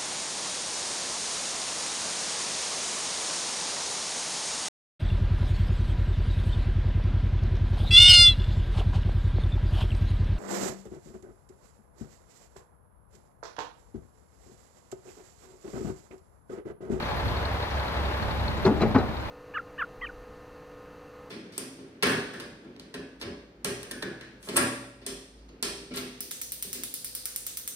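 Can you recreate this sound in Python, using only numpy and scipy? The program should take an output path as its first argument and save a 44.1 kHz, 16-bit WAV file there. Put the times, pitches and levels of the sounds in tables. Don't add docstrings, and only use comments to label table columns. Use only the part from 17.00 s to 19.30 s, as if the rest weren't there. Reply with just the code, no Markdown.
import sys
import numpy as np
from scipy import signal
from scipy.fft import rfft, irfft, next_fast_len
from scipy.io import wavfile
from scipy.ndimage import uniform_filter1d

SR = 44100
rng = np.random.default_rng(int(sys.argv[2]) if len(sys.argv) > 2 else 0)


def persist_wave(psi):
    counts = np.round(np.clip(psi, -1, 1) * 32767).astype(np.int16)
    wavfile.write(sys.argv[1], SR, np.atleast_2d(counts).T)


def magnitude_from_level(level_db):
    exponent = np.asarray(level_db, float) / 20
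    return 10 ** exponent


N = 101429

TURN_HZ, FIRST_TURN_S = 11.67, 0.027
FIRE_HZ = 3 * TURN_HZ


def evened(x):
    return x / np.sqrt(np.mean(x ** 2) + 1e-20)


def read(points, hz):
    f, value = np.transpose(points)
    return np.interp(np.log(hz + 1), np.log(f + 1), value)


def curve(points):
    s, value = np.transpose(points)
    return np.interp(np.arange(N) / SR, s, value)


def colour(x, points):
    size = next_fast_len(x.shape[-1])
    hz = np.fft.rfftfreq(size, 1 / SR)
    octaves_below = np.maximum(np.log2(points[0][0] / (hz + 1)), 0)
    octaves_above = np.maximum(np.log2((hz + 1) / points[-1][0]), 0)
    gain = magnitude_from_level(read(points, hz) - 24 * (octaves_below + octaves_above))
    return irfft(rfft(x, size) * gain, size)[..., :x.shape[-1]]


def band_pass(x, low_hz, high_hz):
    return signal.sosfilt(signal.butter(2, [low_hz, high_hz], "bandpass", fs=SR, output="sos"), x)


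def wander(rate_hz):
    size = next_fast_len(N)
    hz = np.fft.rfftfreq(size, 1 / SR)
    slow = (hz > 0) / (1 + (hz / rate_hz) ** 4)
    return evened(irfft(rfft(rng.standard_normal(size)) * slow, size)[:N])


def ring(modes, seconds=0.5):
    t = np.arange(0, seconds, 1 / SR)
    return sum(magnitude_from_level(db - 60 * t / t60) * np.sin(2 * np.pi * hz * t) for hz, db, t60 in modes)


def ports(near, other):
    # (frequency [Hz], share from 0 to 1)
    likeness = [(60, 0.96), (300, 0.96), (550, 0.53), (950, 0.27), (1500, 0.15), (3000, 0.62), (6000, 0.39),
                (12000, 0.067)]
    # (frequency [Hz], difference [dB])
    lean = [(60, -1), (240, 1), (950, 1), (3770, 3.5), (15000, 1)]
    lead_s = 0.00012
    size = next_fast_len(N)
    hz = np.fft.rfftfreq(size, 1 / SR)
    same = np.clip(read(likeness, hz), 0, 1)
    left = rfft(near, size)
    delayed = left * np.exp(-2j * np.pi * hz * lead_s)
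    right = same * delayed + np.sqrt(1 - same ** 2) * rfft(other, size)
    tilt = magnitude_from_level(read(lean, hz) / 2)
    return irfft(np.array([left * tilt, right / tilt]), size)[:, :N]


def firing_blows():
    cylinder_db = [1, -1.5, 2.9, 4, 0.4, -1]
    decay_s = 0.012
    fires = (np.arange(N) / SR - FIRST_TURN_S) * FIRE_HZ
    which = np.floor(fires).astype(int)
    uneven_db = 0.77 * rng.standard_normal(100)[which + 5]
    strength = magnitude_from_level(np.array(cylinder_db)[which % 6] + uneven_db)
    return strength * np.exp(-(fires % 1) / (FIRE_HZ * decay_s))


def engine():
    # (frequency [Hz], density [dB per Hz])
    block = [(18, -62), (30, -30), (51, -14.5), (70, -25.5), (110, -10), (202, -18), (510, -17.5),
             (561, -16.5), (962, -15), (3000, -35.5), (3900, -33.5), (6600, -120)]
    # (frequency [Hz], density [dB per Hz])
    fan = [(1180, -4), (2000, -3), (2380, -4.5), (2820, -8), (4230, -8), (5430, -18), (8350, -30),
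           (12400, -27), (15700, -46)]
    # (frequency [Hz], width [Hz], level [dB])
    panels = [(588.5, 13, -2), (695, 21, -29), (860, 65, 6.5), (987, 32, -6), (1190, 76, -15),
              (1650, 220, 9)]
    # (time [s], level [dB])
    load = [
        (0, -0.5),
        (.3, -0.5),
        (.65, -1),
        (1.0, 0),
        (1.3, -1.16),
        (1.6, -1),
        (2.3, 2),
    ]
    roar_db, hiss_db, clatter_db = -32, -39.5, -40.5
    fire_depth = 0.14
    blow = firing_blows()
    throb = 1 - fire_depth + fire_depth * evened(blow)
    swell = curve(load) + 0.39 * wander(24.0)
    a, b, c = rng.standard_normal((3, 2, N))
    roar = magnitude_from_level(roar_db + swell) * evened(colour(a * throb, block))
    hiss = magnitude_from_level(hiss_db + 0.73 * swell) * evened(colour(b * throb ** 0.8, fan))
    panel_ring = ring([(hz, db, 3.3 / width) for hz, width, db in panels], 0.2)
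    rattle = signal.oaconvolve(c * blow, panel_ring[None])[:, :N]
    clatter = magnitude_from_level(clatter_db + swell + 0.87 * wander(6.4)) * evened(rattle)
    return ports(*(roar + hiss + clatter + valve_tick()))


def valve_tick():
    strength_db = [-5, -7, -6, 0, -1, 0.5, -18, -1.5, -1.5, -4, -3, -4, -2.5, -8, -2.5, -2.5, -6.5, 2,
                   -23.5, 10, -16, -6, -3, -11, -11, 1, -3]
    # (frequency [Hz], level [dB], time to fade by 60 dB [s])
    metal = [(3825, 3.5, 0.018), (4256, 5, 0.018), (4300, -4, 0.025)]
    level_db, early_s, decay_s = -14.5, 0.0056, 0.0043
    since = (np.arange(N) / SR - FIRST_TURN_S + early_s) * TURN_HZ
    turn = np.clip(np.floor(since).astype(int), 0, len(strength_db) - 1)
    rise = np.minimum(since % 1 * 20, 1)
    decay = np.exp(-(since % 1) / (TURN_HZ * decay_s))
    noise = colour(rng.standard_normal((2, N)), [(3500, 0), (4800, 0.0033)])
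    strike = noise * magnitude_from_level(np.array(strength_db)[turn]) * decay * rise
    tick = signal.oaconvolve(strike, ring(metal, 0.05)[None])[:, :N]
    return magnitude_from_level(level_db) * tick / np.sqrt(np.mean(ring(metal, 0.071) ** 2) * 0.034 * SR * 40)


def exhaust():
    # (time [s], pitch [Hz], level [dB])
    surges = [(0.0, 63.6, -66), (0.06, 67.9, -63), (0.25, 69.8, -28.5), (0.31, 67.5, -60),
              (0.36, 69.14, -32), (0.71, 69.56, -38), (0.76, 70.6, -27), (0.88, 69, -43.5),
              (1.0, 69.6, -29.5), (1.34, 69.3, -39.5), (1.42, 69.24, -29), (1.71, 68.6, -42.5),
              (1.77, 70.9, -22.5), (1.82, 75, -43), (2.01, 72.3, -26), (2.08, 69.2, -36), (2.21, 70, -28),
              (2.3, 72.4, -51)]
    # (multiple of crank speed, level [dB])
    orders = [(3, -56), (5, -44), (8, -42), (10, -47.5)]
    turns = np.cumsum(TURN_HZ * (1 + 0.0062 * wander(2.4))) / SR
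    s, hz, boom_db = np.transpose(surges)
    pipe = np.cumsum(curve(np.c_[s, hz])) / SR
    out = np.sqrt(2) * magnitude_from_level(curve(np.c_[s, boom_db])) * np.sin(2 * np.pi * pipe)
    for k, db in orders:
        tone = np.sin(2 * np.pi * (k * turns + rng.random()))
        out = out + np.sqrt(2) * magnitude_from_level(db + 3.9 * wander(13.0)) * tone
    boom = out + low_bumps()
    return ports(boom, np.roll(boom, 150))


def low_bumps():
    # (time [s], peak level [dB], pitch [Hz])
    bumps = [(0.019, -43, 224), (0.076, -30, 136), (0.137, -35, 126), (0.186, -32, 96.9), (0.244, -19, 99),
             (0.371, -27, 96.9), (0.512, -20.5, 107.5), (1.006, -25, 94), (1.193, -26, 118),
             (1.35, -21, 99), (1.406, -18, 98), (1.468, -23.5, 127), (1.5, -27, 144), (1.577, -21, 187)]
    trim_db, rise_s = -8, 0.01
    out, t = np.zeros(N), np.arange(0, 0.1, 1 / SR)
    for s, db, hz in bumps:
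        swell = t / rise_s * np.exp(1 - t / rise_s)
        tone = np.sin(2 * np.pi * hz * t) + 0.27 * np.sin(2 * np.pi * 1.7 * hz * t)
        out[round(s * SR):][:len(t)] += magnitude_from_level(db + trim_db) * swell * tone
    return out


def bed():
    left_db, lead_s = 2.5, 0.00005
    yard_db, yard_t60_s = -9.5, 0.52
    high_pass = signal.butter(3, 83, "highpass", fs=SR, output="sos")
    out = signal.sosfilt(high_pass, knocks() + tolls())
    t = np.arange(SR // 2) / SR
    late = np.clip(t / 0.013 - 1, 0, 1)
    tail = rng.standard_normal((2, len(t))) * magnitude_from_level(-60 * t / yard_t60_s) * late
    wet = signal.fftconvolve(out[None, :N], tail / np.linalg.norm(tail[0]), axes=1)[:, :N]
    lag = np.exp(-2j * np.pi * np.fft.rfftfreq(N, 1 / SR) * lead_s)
    left = out[:N] * magnitude_from_level(left_db / 2)
    right = irfft(rfft(out[:N]) * lag, N) / magnitude_from_level(left_db / 2)
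    return np.array([left, right]) + magnitude_from_level(yard_db) * (wet + 0.077 * wet[::-1]) / 1.56


def knocks():
    # (time [s], level [dB], rattle length [s], clang level [dB], plate struck)
    blows = [(1.572, -35, 0.032, -32, "side"), (1.6, -49, 0.007, -31, "side"),
             (1.646, -21.5, 0.017, -14, "latch"), (1.658, -20, 0.028, -9.5, "floor"),
             (1.708, -29, 0.011, -31, "beam"), (1.757, -30.5, 0.018, -24, "side"),
             (1.804, -24, 0.014, -24, "side"), (1.813, -17, 0.019, -23, "side"),
             (1.831, -26, 0.011, -21, "side"), (1.865, -33.5, 0.021, -31, "side"),
             (1.905, -36, 0.009, -26, "gate"), (1.942, -24.5, 0.016, -25, "gate"),
             (1.946, -18, 0.011, -8, "gate"), (1.954, -17, 0.012, -14, "gate"),
             (1.98, -24.5, 0.015, -12, "side"), (2.0, -36, 0.014, -24, "side"),
             (2.049, -39, 0.004, -33.5, "gate"), (2.087, -31.5, 0.0095, -22, "side")]
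    # (frequency [Hz], density [dB per Hz])
    scrape = [(350, -42), (600, 6.5), (1630, -15), (1830, -12), (3020, -25), (4520, -13), (8300, -23.5),
              (12500, -29)]
    clang_t60_s = 0.089
    dull_hz, bright_hz = 4400, 15000
    plates = plate_modes()
    out, t = np.zeros(N + SR), np.arange(0, 0.3, 1 / SR)
    for s, db, length, clang_db, plate in blows:
        noise = rng.standard_normal((2, len(t)))
        shove = noise[0] * np.clip(t / 0.0053, 0, 1) ** 2 * np.clip(1.3 - t / length, 0, 1)
        fade = magnitude_from_level(clang_db - 60 * np.maximum(t - length / 2, 0) / clang_t60_s)
        clang = evened(colour(noise[1], scrape)) * np.clip(t / 0.0021, 0, 1) * fade
        knock = 0.5 * struck(plates[plate], shove) + clang + thud(noise[1, ::-1], length)
        top_hz = dull_hz if plate == "gate" else bright_hz
        knock = signal.sosfilt(signal.butter(3, top_hz, fs=SR, output="sos"), knock)
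        out[round(s * SR):][:len(t)] += magnitude_from_level(db) * knock
    return out


def plate_modes():
    # (frequency [Hz], level [dB], time to fade by 60 dB [s])
    floor = [(127, -2.5, 0.14), (172, 0, 0.11), (221, -14, 0.35), (291, -3, 0.36), (387, 2.5, 0.26),
             (460, -7, 0.29), (640, 1, 0.093), (773, -7.5, 0.19), (870, -4.5, 0.078), (1005, -9, 0.15),
             (1297, -5.5, 0.14), (1480, -38, 0.12), (2096, -24, 0.19)]
    side = [(126.4, -5.5, 0.43), (176.3, -6, 0.27), (202, -11, 0.058), (315.6, -3.5, 0.99), (380, -6, 0.23),
            (444, -14.5, 0.71), (613, -4, 0.42), (736, -9.5, 0.43), (778, -26, 0.5), (1027, -18, 0.09),
            (1335, -35, 0.25), (1754, -16.5, 0.044), (2325, -14.5, 0.094), (3990, -20, 0.029)]
    gate = [(96.8, -2, 0.13), (120.3, -11, 0.27), (218, 1.5, 0.053), (260, -4.5, 0.058), (410, -7.5, 0.2),
            (533, -20, 0.21), (668, -6.5, 0.13), (810, -10, 0.24), (895, -14, 0.099), (1055, -6, 0.11),
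            (1347, -13, 0.18), (1522, -11.5, 0.32), (1870, -27, 0.52), (2250, -56, 0.26)]
    latch = [(389, 4.5, 0.24), (544, -14, 0.15)]
    beam = [(274, 9.5, 0.11), (455, -6, .12)]
    return dict(floor=floor, side=side, gate=gate, latch=latch, beam=beam)


def struck(modes, shove):
    spread = 0.07
    t, out = np.arange(len(shove)) / SR, 0
    for (hz, db, t60), chance in zip(modes, rng.standard_normal((14, 8, 1))):
        shift = spread * min(hz / 600, 2) * chance * np.sqrt(np.arange(8))[:, None] / 2
        crowd = np.sin(2 * np.pi * hz * (1 + shift) * t).sum(0)
        part = signal.fftconvolve(shove, crowd * magnitude_from_level(-60 * t / t60))[:len(t)]
        out = out + magnitude_from_level(db) * part / np.sqrt(np.mean(part[:round(0.05 * SR)] ** 2))
    return out


def thud(noise, length):
    # (frequency [Hz], level [dB], time to fade by 60 dB [s])
    wash = [(130, -12, 0.19), (248, -9, 0.27), (465, -5, 0.36), (750, -5.5, 0.29), (1190, -8.5, 0.11),
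            (1880, -25, 0.09)]
    rise_s = 0.01
    t, out = np.arange(len(noise)) / SR, 0
    for hz, db, t60 in wash:
        band = evened(band_pass(noise, hz / 1.266, hz * 1.152))
        out = out + band * magnitude_from_level(db - 60 * np.maximum(t - length, 0) / t60)
    return out * np.clip(t / rise_s, 0, 1)


def tolls():
    # (time [s], peak level [dB], pitch [Hz], time to fade by 60 dB [s])
    swings = [(1.645, -16.5, 380.5, 0.31), (1.666, -10.5, 213.4, 0.23), (1.705, -21, 287.7, 0.17),
              (1.76, -21.5, 304, 0.13), (1.815, -15, 217.5, 0.26), (1.9, -24.5, 262, 0.11),
              (1.948, -5.5, 261.4, 0.11), (2.046, -24, 263, 0.086), (2.082, -24, 222, 0.11),
              (1.813, -28, 3990, 0.068), (1.822, -24.5, 750, 0.15), (1.956, -15, 848, 0.08),
              (1.96, -24, 410, .2), (1.985, -34, 3990, 0.07)]
    rise_s = 0.012
    out, t = np.zeros(N + SR), np.arange(0, 0.3, 1 / SR)
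    for s, db, hz, t60 in swings:
        rise = np.tanh(t / rise_s * np.sqrt(hz / 250)) ** 2
        out[round(s * SR):][:len(t)] += magnitude_from_level(db - 60 * t / t60) * rise * 2 * np.sin(2 * np.pi * hz * t)
    return out


def spits():
    # (time [s], peak level [dB], centre frequency [Hz])
    bursts = [(.052, -56, 6000), (.16, -57, 12000), (.25, -59, 12000), (.27, -61, 10800),
              (.532, -61, 12000), (.705, -53, 5600), (.753, -56, 5800), (1.17, -58, 12000),
              (1.186, -61, 5600), (1.34, -59, 12000), (1.366, -63, 12000), (1.57, -56.5, 7130),
              (1.62, -56, 11900), (1.775, -57, 7300), (1.88, -55, 12200), (2.202, -56, 6950)]
    rise_s, spread = 0.007, 1.06
    out, t = np.zeros((2, N + SR)), np.arange(0, 0.06, 1 / SR)
    for s, db, hz in bursts:
        hiss = evened(band_pass(rng.standard_normal((2, len(t))), hz / spread, hz * spread))
        swell = t / rise_s * np.exp(1 - t / rise_s)
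        out[:, round((s - rise_s / 2) * SR):][:, :len(t)] += magnitude_from_level(db) * hiss * swell
    return out[:, :N]


def leak():
    leak_hz, leak_db, flutter_db = 12000, -68, 5.5
    level = magnitude_from_level(leak_db + flutter_db * np.tanh(wander(25.0)))
    return level * evened(band_pass(rng.standard_normal((2, N)), leak_hz * 0.9, leak_hz * 1.21))


def wind():
    # (time [s], level [dB])
    gusts = [(0, -44), (.3, -34.5), (.5, -48), (.65, -51), (1.05, -40.5), (1.17, -61.5), (1.22, -32.5),
             (1.3, -38), (1.75, -29), (1.87, -21), (1.92, -27.5), (2.3, -33.5)]
    wind_hz, lump_db = 105, 1.5
    sides = []
    for port in range(2):
        lumpy = rng.standard_normal(N) * magnitude_from_level(lump_db * wander(59.0))
        sides.append(evened(band_pass(lumpy, wind_hz / 3.2, wind_hz * 1.87)))
    return np.array(sides) * magnitude_from_level(curve(gusts))


def scene():
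    return engine() + exhaust() + bed() + spits() + leak() + wind()


def top_cut(x):
    return signal.sosfilt(signal.butter(12, 15810, fs=SR, output="sos"), x)


def record(dry):
    limit_db, squeeze, creep_db_per_s = -20, 0.54, -5.5
    hiss_db, edge_hz = -59.5, 15700
    power_db = 10 * np.log10(abs(uniform_filter1d((dry ** 2).mean(0), 1300)) + 1e-12)
    fall = np.arange(N) * creep_db_per_s / SR
    held_db = np.maximum.accumulate(power_db + fall) - fall
    over_db = np.maximum(held_db - limit_db, 0)
    hiss = magnitude_from_level(hiss_db) * np.diff(rng.standard_normal((2, N + 1)), axis=1) / 2
    out = dry / magnitude_from_level(squeeze * uniform_filter1d(over_db, 900)) + hiss
    low_pass = signal.firwin(511, edge_hz, window=("kaiser", 9), fs=SR)
    out = signal.oaconvolve(out, low_pass[None], "same")
    return top_cut(out)


dry = scene()
out = record(dry)
persist_wave(out)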